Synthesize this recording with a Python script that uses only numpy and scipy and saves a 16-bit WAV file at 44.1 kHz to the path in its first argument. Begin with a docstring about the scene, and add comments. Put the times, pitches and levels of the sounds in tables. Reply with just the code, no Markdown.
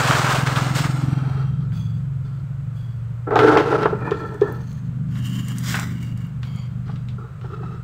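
"""Close by in a walled yard, hands scrape potting soil together on a plastic sack and crumble it into
a plastic bucket, twice: grains of filtered noise, swelling and sagging with each move. The first handful
drums on the bare bottom as ringing thumps, the second lands softly on soil; grit snaps and the sack ticks
as short bursts. Farther off, beyond the walls, a small engine putters as a sum of harmonics, speeds up
a little and settles. Low noise is the outdoor air."""
import sys
import numpy as np
from scipy import signal
from scipy.fft import rfft, irfft
from scipy.io import wavfile
from scipy.ndimage import uniform_filter1d, minimum_filter1d, map_coordinates

SR = 44100
rng = np.random.default_rng(int(sys.argv[2]) if len(sys.argv) > 2 else 0)


def dump(signal):
    """Clip the signal to [-1, 1] and save it as 16-bit WAV at the path in sys.argv[1]."""
    limited = np.clip(np.atleast_2d(signal).T, -1, 1)
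    pcm = np.round(limited * 32767).astype(np.int16)
    wavfile.write(sys.argv[1], SR, pcm)


N = 345303  # samples

# In all tables, level columns are relative: the functions add their own trims.


def from_db(db):
    """Decibels to gain."""
    return 10 ** (np.asarray(db) / 20)


def rms_one(x):
    """Scale to rms 1."""
    return x / np.sqrt(np.mean(x ** 2) + 1e-20)


def in_time(rows):
    """One curve per column after the first, joined by straight lines."""
    s, *columns = np.transpose(rows)
    return [np.interp(np.arange(N) / SR, s, column) for column in columns]


def drift(corner_hz):
    """Slow random wandering with spread near 1: low-passed noise made at a fortieth of the sample rate."""
    step = 40
    pole = np.exp(-2 * np.pi * corner_hz * step / SR)
    noise = rng.standard_normal(N // step + 2002)
    slow = signal.lfilter([1], [1, -2 * pole, pole * pole], noise)[2000:]  # drop the filter's start
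    return np.interp(np.arange(N) / step, np.arange(len(slow)), rms_one(slow))


def cut(x, hz, kind, order=2):
    """Butterworth low- or high-pass."""
    sos = signal.butter(order, min(hz, SR / 2 - 1), kind, fs=SR, output="sos")
    return signal.sosfilt(sos, x + 1e-18)


def resonate(x, hz, width_hz):
    """A two-pole resonance with gain 1 on top."""
    r = np.exp(-np.pi * width_hz / SR)
    top = np.array([1, 0, -1]) * (1 - r * r) / 2
    return signal.lfilter(top, [1, -2 * r * np.cos(2 * np.pi * hz / SR), r * r], x + 1e-18)


def colour(x, spectrum, size=8192):
    """Causal (minimum-phase) filter with the given spectrum, found through the cepstrum."""
    hz, db = np.transpose(spectrum)
    grid = np.maximum(np.arange(size // 2 + 1) * SR / size, 1)
    cepstrum = irfft(np.log(from_db(np.interp(np.log(grid), np.log(hz), db))))
    # folding the cepstrum onto positive times makes the filter causal
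    cepstrum[1:size // 2] *= 2
    cepstrum[size // 2 + 1:] = 0
    return signal.oaconvolve(x, irfft(np.exp(rfft(cepstrum))))[:len(x)]


def add(track, s, sound):
    """Mix a sound in at time s."""
    start = max(round(s * SR), 0)
    track[start:start + len(sound)] += sound[:N - start]


def gestures(rows, sag_db_per_s, grit_sag_db_per_s, release_db_per_s):
    """Each move swells, sags as the soil runs out (a negative sag rises) and dies away; (body, grit) gains."""
    body, grit = np.zeros(N), np.zeros(N)
    for start, swell_s, hold_s, body_db, grit_db in rows:
        t = np.arange(N) / SR - start
        swell = np.clip(t / max(swell_s, .002), 0, 1) ** 2
        held = np.clip(t - swell_s, 0, hold_s)
        shape = swell * from_db(-release_db_per_s * np.clip(t - swell_s - hold_s, 0, 2))
        # overlapping moves add as powers
        body += (shape * from_db(body_db - sag_db_per_s * held)) ** 2
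        grit += (shape * from_db(grit_db - grit_sag_db_per_s * held)) ** 2
    return np.sqrt(body), np.sqrt(grit)


def grains(per_s, spread_db):
    """Clicks at random moments: many small and a few large crumbs (a negative spread: a few small ones)."""
    sizes = from_db(spread_db * np.minimum(rng.exponential(1, N), 5))
    signs = rng.choice([-1, 1], N)
    struck = rng.random(N) < per_s / SR
    return rms_one(sizes * signs * struck)


def crumbs(levels, spectrum, per_s, spread_db, clump_db, catch_db, low_hz, body_db, grit_db, in_bucket=False):
    """A clumpy stream of grains that catches and gives: its lower part is the body, its top the fine grit."""
    body_level, grit_level = levels
    clicks = grains(per_s, spread_db)
    unsteady = from_db(clump_db * drift(20) + catch_db * drift(4.9))
    stream = colour(clicks * unsteady, spectrum)
    if in_bucket:
        stream = bucket(stream)
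    stream = cut(stream, low_hz, "high", order=4)
    split_hz = 2500
    body = rms_one(cut(stream, split_hz, "low", order=4))
    grit = rms_one(cut(stream, split_hz, "high", order=4))
    return from_db(body_db) * body_level * body + from_db(grit_db) * grit_level * grit


# hand strokes through the loose heap: start_s, swell_s, hold_s, scrape_db, grit_db
HEAP_STROKES = [(-0.02, 0.017, 0.2, -18, -26.5), (.098, 0.0077, 0.013, -21, -44),
                (.23, 0.018, 0.1, -19.5, -30), (.262, 0.0041, 0.017, -24, -34.5),
                (.345, 0.0039, 0.013, -21, -29.5), (.45, 0.012, 0.21, -23, -33.5),
                (.73, 0.028, 0.037, -25, -28), (.83, 0.0099, 0.25, -31, -43.5),
                (1.0, 0.14, 0.28, -35.5, -54)]
# colour of the scraped soil: frequency_hz, density_db
SOIL_SPECTRUM = [(190, -49), (330, -9), (649, -6.5), (1000, -5), (1360, -2.5), (1550, -6), (2040, -13.5),
                 (4860, -19.5), (5440, -21), (8140, -21.5), (10000, -34), (15500, -34.5)]


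def heap_scraping():
    """Hands dragged through loose soil: dense grains under quick strokes."""
    levels = gestures(HEAP_STROKES, sag_db_per_s=16.5, grit_sag_db_per_s=12.5, release_db_per_s=121)
    return crumbs(levels, SOIL_SPECTRUM, per_s=7000, spread_db=1.5, clump_db=1.5, catch_db=0.23,
                  low_hz=261, body_db=-2.0, grit_db=-0.9)


# hand strokes along the sack: start_s, swell_s, hold_s, scrape_db, grit_db
SACK_STROKES = [(5.03, 0.12, 0.086, -46, -42.5), (5.2, 0.047, 0.017, -48, -34),
                (5.3, 0.029, 0.12, -46, -38.5), (5.42, 0.08, 0.25, -43, -39), (5.58, 0.09, 0.042, -34, -24),
                (5.7, 0.044, 0.056, -29, -29.5), (5.82, 0.044, 0.11, -46, -47),
                (5.98, 0.031, 0.066, -53, -44.5), (6.13, 0.037, 0.09, -55, -53)]
# colour of soil on the plastic sack, also for the spills: frequency_hz, density_db
SACK_SPECTRUM = [(240, -49), (400, -10), (543, -12), (750, -14.5), (950, -8), (1200, -1), (1470, -0.5),
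                 (2430, -14), (3010, -8.5), (3570, -15.5), (7320, -14.5), (8600, -20), (10100, -28),
                 (15500, -22)]


def sack_scraping():
    """Hands dragged along the sack: sparser, clumpier grains in the plastic's colour."""
    levels = gestures(SACK_STROKES, sag_db_per_s=12, grit_sag_db_per_s=15, release_db_per_s=170)
    return crumbs(levels, SACK_SPECTRUM, per_s=3500, spread_db=-0.2, clump_db=2.5, catch_db=-0.15,
                  low_hz=302, body_db=-3.0, grit_db=-7.0)


# gushes onto the bucket's bare bottom: start_s, swell_s, hold_s, patter_db, grit_db
BARE_POURS = [(3.265, 0.0085, .03, -27.5, -70), (3.308, 0.0062, 0.066, -18, -44),
              (3.35, 0.026, 0.08, -17, -29), (3.45, 0.035, 0.1, -17, -29),
              (3.635, 0.068, 0.063, -21, -31.5), (3.775, 0.054, 0.036, -28, -48),
              (3.9, 0.063, 0.39, -32, -51), (4.43, 0.0038, 0.025, -28, -67)]
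# colour of crumbs on the bare bottom, also for the clods: frequency_hz, density_db
PATTER_SPECTRUM = [(130, -50), (220, -8), (268, -7.5), (303, 3), (337, -7), (441, 4), (526, -19),
                   (867, -3.5), (930, -12.5), (1150, -13.5), (1350, -10), (1680, -18), (2110, -29.5),
                   (4790, -42.5), (15500, -67.5)]


def bare_pouring():
    """Soil pattering on bare plastic: grains that set the bucket ringing."""
    levels = gestures(BARE_POURS, sag_db_per_s=14.0, grit_sag_db_per_s=8, release_db_per_s=116)
    return crumbs(levels, PATTER_SPECTRUM, per_s=3400, spread_db=0.46, clump_db=2.5, catch_db=-1.6,
                  low_hz=214, body_db=3.5, grit_db=-4.0, in_bucket=True)


# air and walls of the bucket: resonance_hz, width_hz, level_db
BUCKET_RESONANCES = [(329, 22, -2.5), (352, 17, 0.5), (475, 24, 4), (559, 8.6, 18.5), (627, 7, 11),
                     (890, 8.2, 2.5), (1473, 10, 4), (1337, 27, 7)]


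def bucket(x):
    """The bucket's resonances ring along with the grains that land in it."""
    return x + sum(from_db(db) * resonate(x, hz, width) for hz, width, db in BUCKET_RESONANCES)


# clods landing in the bucket: start_s, thump_db, spatter_db
CLODS = [(3.273, -33, -47), (3.307, -20, -22), (3.357, -7, -9), (3.387, -14.5, -19), (3.417, -10, -26),
         (3.444, -8, -28), (3.5, -17, -15), (3.562, -6, -9.5), (3.723, -12, -17.5), (3.744, -12, -23),
         (3.854, -12, -12.5), (3.926, -16.5, -29.5), (4.012, -34, -32), (4.075, -43, -24),
         (4.115, -14.5, -20.5), (4.237, -30, -37), (4.344, -28.5, -56), (4.415, -6.5, -25.5),
         (4.479, -37, -34), (6.89, -59, -36.5), (7.182, -40, -49), (7.24, -49, -48), (7.442, -35, -38),
         (7.51, -49, -48), (7.573, -46, -49), (7.605, -34.5, -60), (7.629, -48, -37), (7.703, -50, -49),
         (7.741, -40, -45)]
# the thump's pitch sinks as the soil loads the bottom: first clod, last clod
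EMPTY_THUMP_HZ, LOADED_THUMP_HZ = 445, 388


def clods(thump_width_hz=110, burst_s=0.012, trickle_s=0.027, trickle_db=-15,
          thump_gain_db=4, spatter_gain_db=-1, dull_hz=2600, rebound_db=-11):
    """A clod thumps the bucket's bottom, bursts into a dull spatter and trickles to rest."""
    t = np.arange(SR // 5) / SR
    out = np.zeros(N)
    spatter = cut(colour(grains(4000, 1.4), PATTER_SPECTRUM), 470, "high", order=4)
    spatter = rms_one(cut(spatter, dull_hz, "low"))
    rise = t / burst_s * 2  # the burst peaks at half of burst_s
    burst = rise * np.exp(1 - rise) + from_db(trickle_db) * np.exp(-t / trickle_s)
    pitches = np.geomspace(EMPTY_THUMP_HZ, LOADED_THUMP_HZ, len(CLODS))
    rebound_gaps_s = 0.01 * rng.uniform(0.56, 2.2, (len(CLODS), 2))
    for (s, thump_db, spatter_db), hz, gaps in zip(CLODS, pitches, rebound_gaps_s):
        thump = 1. * (t == 0)
        for _ in range(3):
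            thump = resonate(thump, hz, thump_width_hz)  # a soft landing swells over a few cycles
        thump = thump / np.abs(thump).max()
        # the clod's pieces land again, weaker each time
        for k, delay in enumerate(np.cumsum([0, *gaps])):
            add(out, s + delay, from_db(thump_db + thump_gain_db + k * rebound_db) * thump)
        stretch = np.roll(spatter, -round(s * SR))[:len(t)]
        add(out, s, from_db(spatter_db + spatter_gain_db) * burst * stretch)
    return out


# loose soil falling on soil, on the heap or in the bucket: start_s, swell_s, hold_s, patter_db, grit_db
SOFT_POURS = [(1.05, 0.14, 0.42, -36, -56), (2.23, .025, 0.11, -53, -58.5), (3.95, 0.16, 0.48, -46, -51.5),
              (6.85, 0.016, 0.035, -45.5, -50), (6.9, .04, 0.42, -63, -73),
              (7.178, 0.0075, 0.082, -40, -66), (7.41, 0.0081, 0.079, -44.5, -57.5),
              (7.5, 0.0047, 0.29, -35.5, -56.5)]
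# colour of soil on soil: frequency_hz, density_db
SOFT_SPECTRUM = [(180, -48.5), (300, 4), (447, 7), (560, -28), (720, -13.5), (1020, -13.5), (1340, 8),
                 (1550, -15), (1800, -19.5), (2610, -29.5), (2900, -24), (4420, -26), (9000, -46),
                 (15500, -62)]


def soft_pouring():
    """Soil landing on soil: sparse, uneven grains without the bucket's ring."""
    levels = gestures(SOFT_POURS, sag_db_per_s=23.5, grit_sag_db_per_s=7.5, release_db_per_s=133)
    return crumbs(levels, SOFT_SPECTRUM, per_s=1500, spread_db=2.0, clump_db=2.5, catch_db=2.5,
                  low_hz=288, body_db=-0.5, grit_db=-3.0)


# stray crumbs sprinkling on the sack: start_s, swell_s, hold_s, patter_db, grit_db
SPILLS = [(3.75, 0.098, 0.74, -68, -70), (4.42, 0.09, 0.21, -63.5, -65)]


def spilling():
    """Stray crumbs on the sack: sparse, clumpy grains with only the treble left."""
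    levels = gestures(SPILLS, sag_db_per_s=-4, grit_sag_db_per_s=-7.0, release_db_per_s=88)
    return crumbs(levels, SACK_SPECTRUM, per_s=1400, spread_db=-1.5, clump_db=5.0, catch_db=3.0,
                  low_hz=3700, body_db=5, grit_db=5.5)


# fingers brushing lightly over the sack: start_s, swell_s, hold_s, scrape_db, grit_db
BRUSHES = [(1.71, 0.025, 0.074, -44, -48), (2.74, 0.017, 0.059, -59, -54.5), (6.41, 0.018, 0.21, -44, -53)]
# their thin, dry colour: frequency_hz, density_db
BRUSH_SPECTRUM = [(500, -9), (1350, 2.5), (1700, -18.5), (2250, -6.5), (2800, -5), (3350, -1.5), (3950, -5),
                  (4700, -0.5), (5600, -8), (7000, -6), (10000, -16), (15500, -14)]


def brushing():
    """Light fingers on plastic: grains whose grit fades faster than their body."""
    levels = gestures(BRUSHES, sag_db_per_s=7, grit_sag_db_per_s=28.5, release_db_per_s=87.5)
    return crumbs(levels, BRUSH_SPECTRUM, per_s=3400, spread_db=1.0, clump_db=1.5, catch_db=0.5,
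                  low_hz=300, body_db=-8.5, grit_db=-5.0)


# bits of grit and twig snapping: start_s, knock_db, crack_db
SNAPS = [(0.11, -2, -39), (0.278, -2.5, -41), (0.4722, -11, -24), (0.5614, -33, -22.5), (0.8423, -5.5, -47),
         (1.721, -28, -55), (3.308, -23, -47), (3.357, -10, -21), (3.3907, 0, -19.5), (3.5727, 2, -18),
         (3.8313, -7, -29.5), (4.11, -19, -33), (4.4122, -28, -36), (5.156, -26.5, -43), (5.742, -1, -27),
         (5.7903, -9.5, -43), (6.4314, -24, -35.5), (6.881, -27, -50), (6.959, -32, -43.5),
         (7.0863, -47, -38), (7.413, -34, -47)]
# colour of a small sharp crack: frequency_hz, density_db
CRACK_SPECTRUM = [(1200, -5), (2400, 9.5), (3400, 13), (5500, -2), (8300, -11), (10000, -29),
                  (15500, -16.5)]


def snaps(decay_s=0.00086, tail_s=0.025, tail_db=-12, knock_hz=1350, knock_trim_db=-8, crack_trim_db=2):
    """Each snap is a dull knock and a sharp crack, with a short trickle behind them."""
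    t = np.arange(SR // 14) / SR
    out = np.zeros(N)
    fade = np.exp(-t / decay_s) + from_db(tail_db) * np.exp(-t / tail_s)
    for (s, knock_db, crack_db), noise in zip(SNAPS, rng.standard_normal((len(SNAPS), 2, len(t)))):
        knock = rms_one(cut(resonate(noise[0], knock_hz, 520), 3000, "low", order=4))
        crack = rms_one(colour(noise[1], CRACK_SPECTRUM, size=512))
        both = from_db(knock_db + knock_trim_db) * knock + from_db(crack_db + crack_trim_db) * crack
        add(out, s, fade * both)
    return out


# creases of the plastic sack ticking: start_s, level_db, pitch_hz
TICKS = [(4.343, -47, 6500), (4.422, -51, 7860), (4.5238, -41, 14000), (4.729, -49, 6500),
         (5.254, -49, 8000), (5.484, -34, 7600), (5.584, -30.5, 7000), (5.59, -38, 14100),
         (5.755, -30, 7460), (5.797, -26.5, 6000), (6.0283, -40.5, 7200), (6.175, -45, 7100),
         (6.268, -55, 12000), (6.561, -49, 7000)]


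def ticks(decay_s=0.0017, tail_s=0.017, tail_db=-17, width_hz=3200, sheen_db=-9, low_hz=2200):
    """A crease of the thin plastic flips: a tiny bright burst around a pitch of its own."""
    t = np.arange(SR // 14) / SR
    out = np.zeros(N)
    fade = np.exp(-t / decay_s) + from_db(tail_db) * np.exp(-t / tail_s)
    for (s, db, hz), noise in zip(TICKS, rng.standard_normal((len(TICKS), 2, len(t)))):
        burst = rms_one(resonate(noise[0], hz, width_hz)) + from_db(sheen_db) * noise[1]
        add(out, s, from_db(db) * fade * burst)
    return cut(out, low_hz, "high")


# thin, whistly tones that hover in the quiet rustle during each move: tone_hz, lift_db
SETTLING_RING = [(780, 5), (1270, 5.5), (1660, 3), (2300, 4.5), (2720, 9.5), (3200, 16.5), (3820, 5),
                 (4200, 16.5), (4620, 7), (5830, 18.5), (7520, 10.5)]
CRUMBLING_RING = [(990, 10.5), (1330, 4.4), (1770, 13.5), (2410, 14), (3380, 8), (4170, 14.5), (4560, 8),
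                  (5900, 14), (6400, 18), (7180, 11)]
SACK_RING = [(1680, 4.3), (1960, 9.5), (2240, 9), (2830, 12.8), (3060, 8.6), (3760, 14), (4650, 9),
             (5900, 8.2), (7100, 13.4), (8250, 9.3)]
BRUSH_RING = [(3370, 16), (4630, 13), (6300, 16)]
CUPPING_RING = [(2150, 18), (3190, 8.7), (4630, 16), (6230, 9.8), (6940, 17)]
TRICKLE_RING = [(3860, 25), (4790, 13)]
EMPTYING_RING = [(2620, 20), (3380, 15), (3870, 11), (4420, 15.6)]
# when each set of tones is heard: start_s, end_s, between_tones_db, ring
RINGS = [(0.99, 1.7, -3, SETTLING_RING), (1.662, 2.1, -6, BRUSH_RING), (2.65, 3.173, -4, BRUSH_RING),
         (3.882, 5.002, -6, CRUMBLING_RING), (5.05, 5.678, -4.5, SACK_RING), (5.86, 6.42, -2.5, SACK_RING),
         (6.434, 6.794, 0, CUPPING_RING), (6.884, 7.425, -6.5, TRICKLE_RING),
         (7.42, 7.95, -5.5, EMPTYING_RING)]


def hollow_bands(x, plain_above_db=-23, depth_db=8.0, tone_width_hz=125, fade_s=0.16,
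                 steadiness=0.61, waver=0.56, waver_hz=0.66, size=1024):
    """Quiet rustle takes on narrow, slowly shifting bands, which for a while hold to fixed sets of whistly
    tones."""
    band_hz, hold_s = 140, .45  # spacing of the random pattern
    hz, s, frames = signal.stft(x, SR, nperseg=size)
    level_db = 10 * np.log10(np.sum(np.abs(frames) ** 2, axis=0) + 1e-12)
    quietness = np.clip((plain_above_db - uniform_filter1d(level_db, size=5)) / 14, .15, 1)
    depth = quietness * np.clip(hz / 2200, 0, 1)[:, None]  # shallower in the bass
    pattern = rng.standard_normal((int(hz[-1] / band_hz) + 2, int(s[-1] / hold_s) + 2))
    places = np.meshgrid(hz / band_hz, s / hold_s, indexing="ij")
    ripple = np.tanh(map_coordinates(pattern, places, order=3))
    gain_db = depth_db * depth * ripple - depth_db * depth ** 2 / 4
    moments = np.minimum((s * SR).astype(int), N - 1)
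    for start, end, between_db, ring in RINGS:
        when = np.clip(np.minimum(s - start, end - s) / fade_s, 0, 1)
        where = np.clip(np.minimum(hz - ring[0][0], ring[-1][0] - hz) / 300 + 2, 0, 1)
        tones_db = between_db
        for tone_hz, lift_db in ring:
            peak = np.exp(-((hz - tone_hz) / tone_width_hz) ** 2)
            # each tone comes and goes by itself
            wavering_db = lift_db * (1 + waver * np.tanh(drift(waver_hz)[moments]))
            tones_db = tones_db + np.outer(peak, wavering_db)
        gain_db = gain_db + np.outer(where, when) * (tones_db - steadiness * gain_db)
    return signal.istft(frames * from_db(gain_db), SR, nperseg=size)[1][:N]


def yard(x, wet_db=-14, t60_s=0.24):
    """A ringing tail between bare walls; close reflections ripple its spectrum."""
    t = np.arange(SR) / SR
    tail = rng.standard_normal(SR) * from_db(-60 * t / t60_s) * (t > .02)
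    lags_s = rng.uniform(0.00039, .007, size=5)
    tail = tail + sum(np.roll(tail, round(lag * SR)) * (-1) ** k for k, lag in enumerate(lags_s))
    tail = cut(tail, 760, "high")
    return x + from_db(wet_db) * signal.oaconvolve(x, tail / np.sqrt(np.sum(tail ** 2)))[:N]


# engine speed: time_s, firings_per_s
ENGINE_SPEED = [(0.0, 20.68), (0.3, 21.29), (1.1, 21.64), (1.6, 22.39), (2.3, 22.66), (2.7, 23.15),
                (3.5, 23.75), (4.0, 24.45), (5.4, 24.5), (6.2, 24.12), (6.56, 24.75), (6.7, 24.15),
                (6.86, 24.75), (7.02, 24.25), (7.45, 24.7), (7.83, 24.2)]
# level of the exhaust's boom: time_s, level_db
BOOM = [(0, -21.5), (1.26, -20), (1.9, -22.5), (2.55, -27.5), (3.31, -28.5), (3.45, -23.5), (3.64, -29.5),
        (3.92, -26), (4.25, -33), (4.75, -28), (5.15, -23), (5.42, -25.5), (5.67, -24.5), (6.26, -28),
        (7.0, -26.5), (7.24, -31.5), (7.33, -38), (7.7, -27.5), (7.83, -32.5)]
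# bark of the exhaust's upper orders: time_s, level_db
BARK = [(0, -1), (1.1, -0.5), (1.5, -7.5), (3.1, -38), (3.8, -2.5), (4.8, -3), (5.3, 4), (6.05, 7),
        (6.4, -6.5), (7.1, -6.5), (7.7, -11)]
# the sixth order, which swells and fades against the others: time_s, level_db
SIXTH_ORDER = [(1.2, -0.5), (1.38, 9.5), (1.85, -10), (2.1, 7), (2.42, 5), (2.95, -4.5), (3.6, 7), (4.4, 4),
               (5.15, 3), (5.35, 0), (5.9, -7), (6.2, 1)]
# the pipe's orders in the open: multiple_of_firing_rate, level_db
OPEN_ORDERS = [(3, -27.5), (4, -22), (5, -9), (6, 1), (7, -2.5), (8, -9.5), (9, -15), (10, -23), (11, -15),
               (14, -16.5), (16, -26.5)]
# the pipe's orders behind the walls: multiple_of_firing_rate, level_db
WALLED_ORDERS = [(3, -22.5), (4, -17), (5, 0), (6, -8.5), (7, -6.5), (8, -10.5), (9, -18.5), (11, -24.5),
                 (13, -41), (16, -46.5)]
# the engine moves behind the walls between these times
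LEAVES_S, HIDDEN_S = 1.2, 3.2


def engine(first_firing_s=0.00723, scatter_rad=1.1, open_waver_db=1.0, walled_waver_db=2.5,
           uneven_db=1.5, rough_rad=0.44, wander_rad=0.35):
    """Orders of the firing rate add up to short booms; behind the walls, echoes smear them into a drone."""
    (rate,), (boom_db,) = in_time(ENGINE_SPEED), in_time(BOOM)
    (bark_db,), (sixth_db,) = in_time(BARK), in_time(SIXTH_ORDER)
    way = np.clip((np.arange(N) / SR - LEAVES_S) / (HIDDEN_S - LEAVES_S), 0, 1)
    firings = np.cumsum(rate) / SR - first_firing_s * rate[0]
    smear = np.minimum(way * 4, 1)  # complete after a quarter of the way
    waver_db = (1 - way) * open_waver_db + way * walled_waver_db
    out, power = 0, 0
    for k in range(3, 17):
        open_db = np.interp(k, *np.transpose(OPEN_ORDERS))
        walled_db = np.interp(k, *np.transpose(WALLED_ORDERS))
        order_db = (1 - way) * open_db + way * walled_db
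        bark_share = np.clip((k - 6) / 4, 0, 1.75)
        gain = from_db(order_db + bark_share * bark_db + (k == 6) * sixth_db + waver_db * drift(4.9))
        # the longer paths delay each order by a different amount
        lag = smear * (scatter_rad * (k - 6) ** 2 + wander_rad * drift(3.1))
        # no two firings burn alike, which blurs the upper orders most
        lag = lag + rough_rad * bark_share * drift(9.2)
        out = out - gain * np.cos(2 * np.pi * k * firings - lag)
        power = power + gain ** 2 / 2
    return from_db(boom_db + uneven_db * drift(55)) * out / np.sqrt(power)


# colour of the outdoor air: frequency_hz, density_db
AIR_SPECTRUM = [(30, -2), (48, 1), (90, 9.5), (150, 8.5), (230, -20), (320, -26.5), (450, -16), (800, -23),
                (1100, -21), (1380, -18), (1800, -27), (3000, -33.5), (5500, -44), (8200, -39.5),
                (9800, -52.5), (15500, -48)]


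def outdoor_air(level_db=-36):
    """Steady noise, mostly low, under everything else."""
    noise = colour(rng.standard_normal(N), AIR_SPECTRUM)
    return from_db(level_db) * rms_one(cut(noise, 23, "high"))


def scene():
    """Two scoops and two pours near the microphone, over the engine and the outdoor air."""
    soil = heap_scraping() + sack_scraping()
    soil += bare_pouring()
    soil += soft_pouring()
    soil += spilling()
    soil += brushing()
    air = outdoor_air()
    rustle = hollow_bands(yard(soil + clods()))
    clicks = yard(snaps() + ticks())
    return (rustle + clicks + engine() + air)[None]


def record(dry, ceiling=0.88, size=221, cutoff_hz=15650):
    """A fast limiter holds the loudest peaks and the top is cut."""
    needed = ceiling / np.maximum(np.abs(dry), ceiling)
    gain = uniform_filter1d(minimum_filter1d(needed, size), size)
    low_pass = signal.ellip(12, .2, 80, cutoff_hz, fs=SR, output="sos")
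    return signal.sosfilt(low_pass, dry * gain)


dry = scene()
out = record(dry)
dump(out)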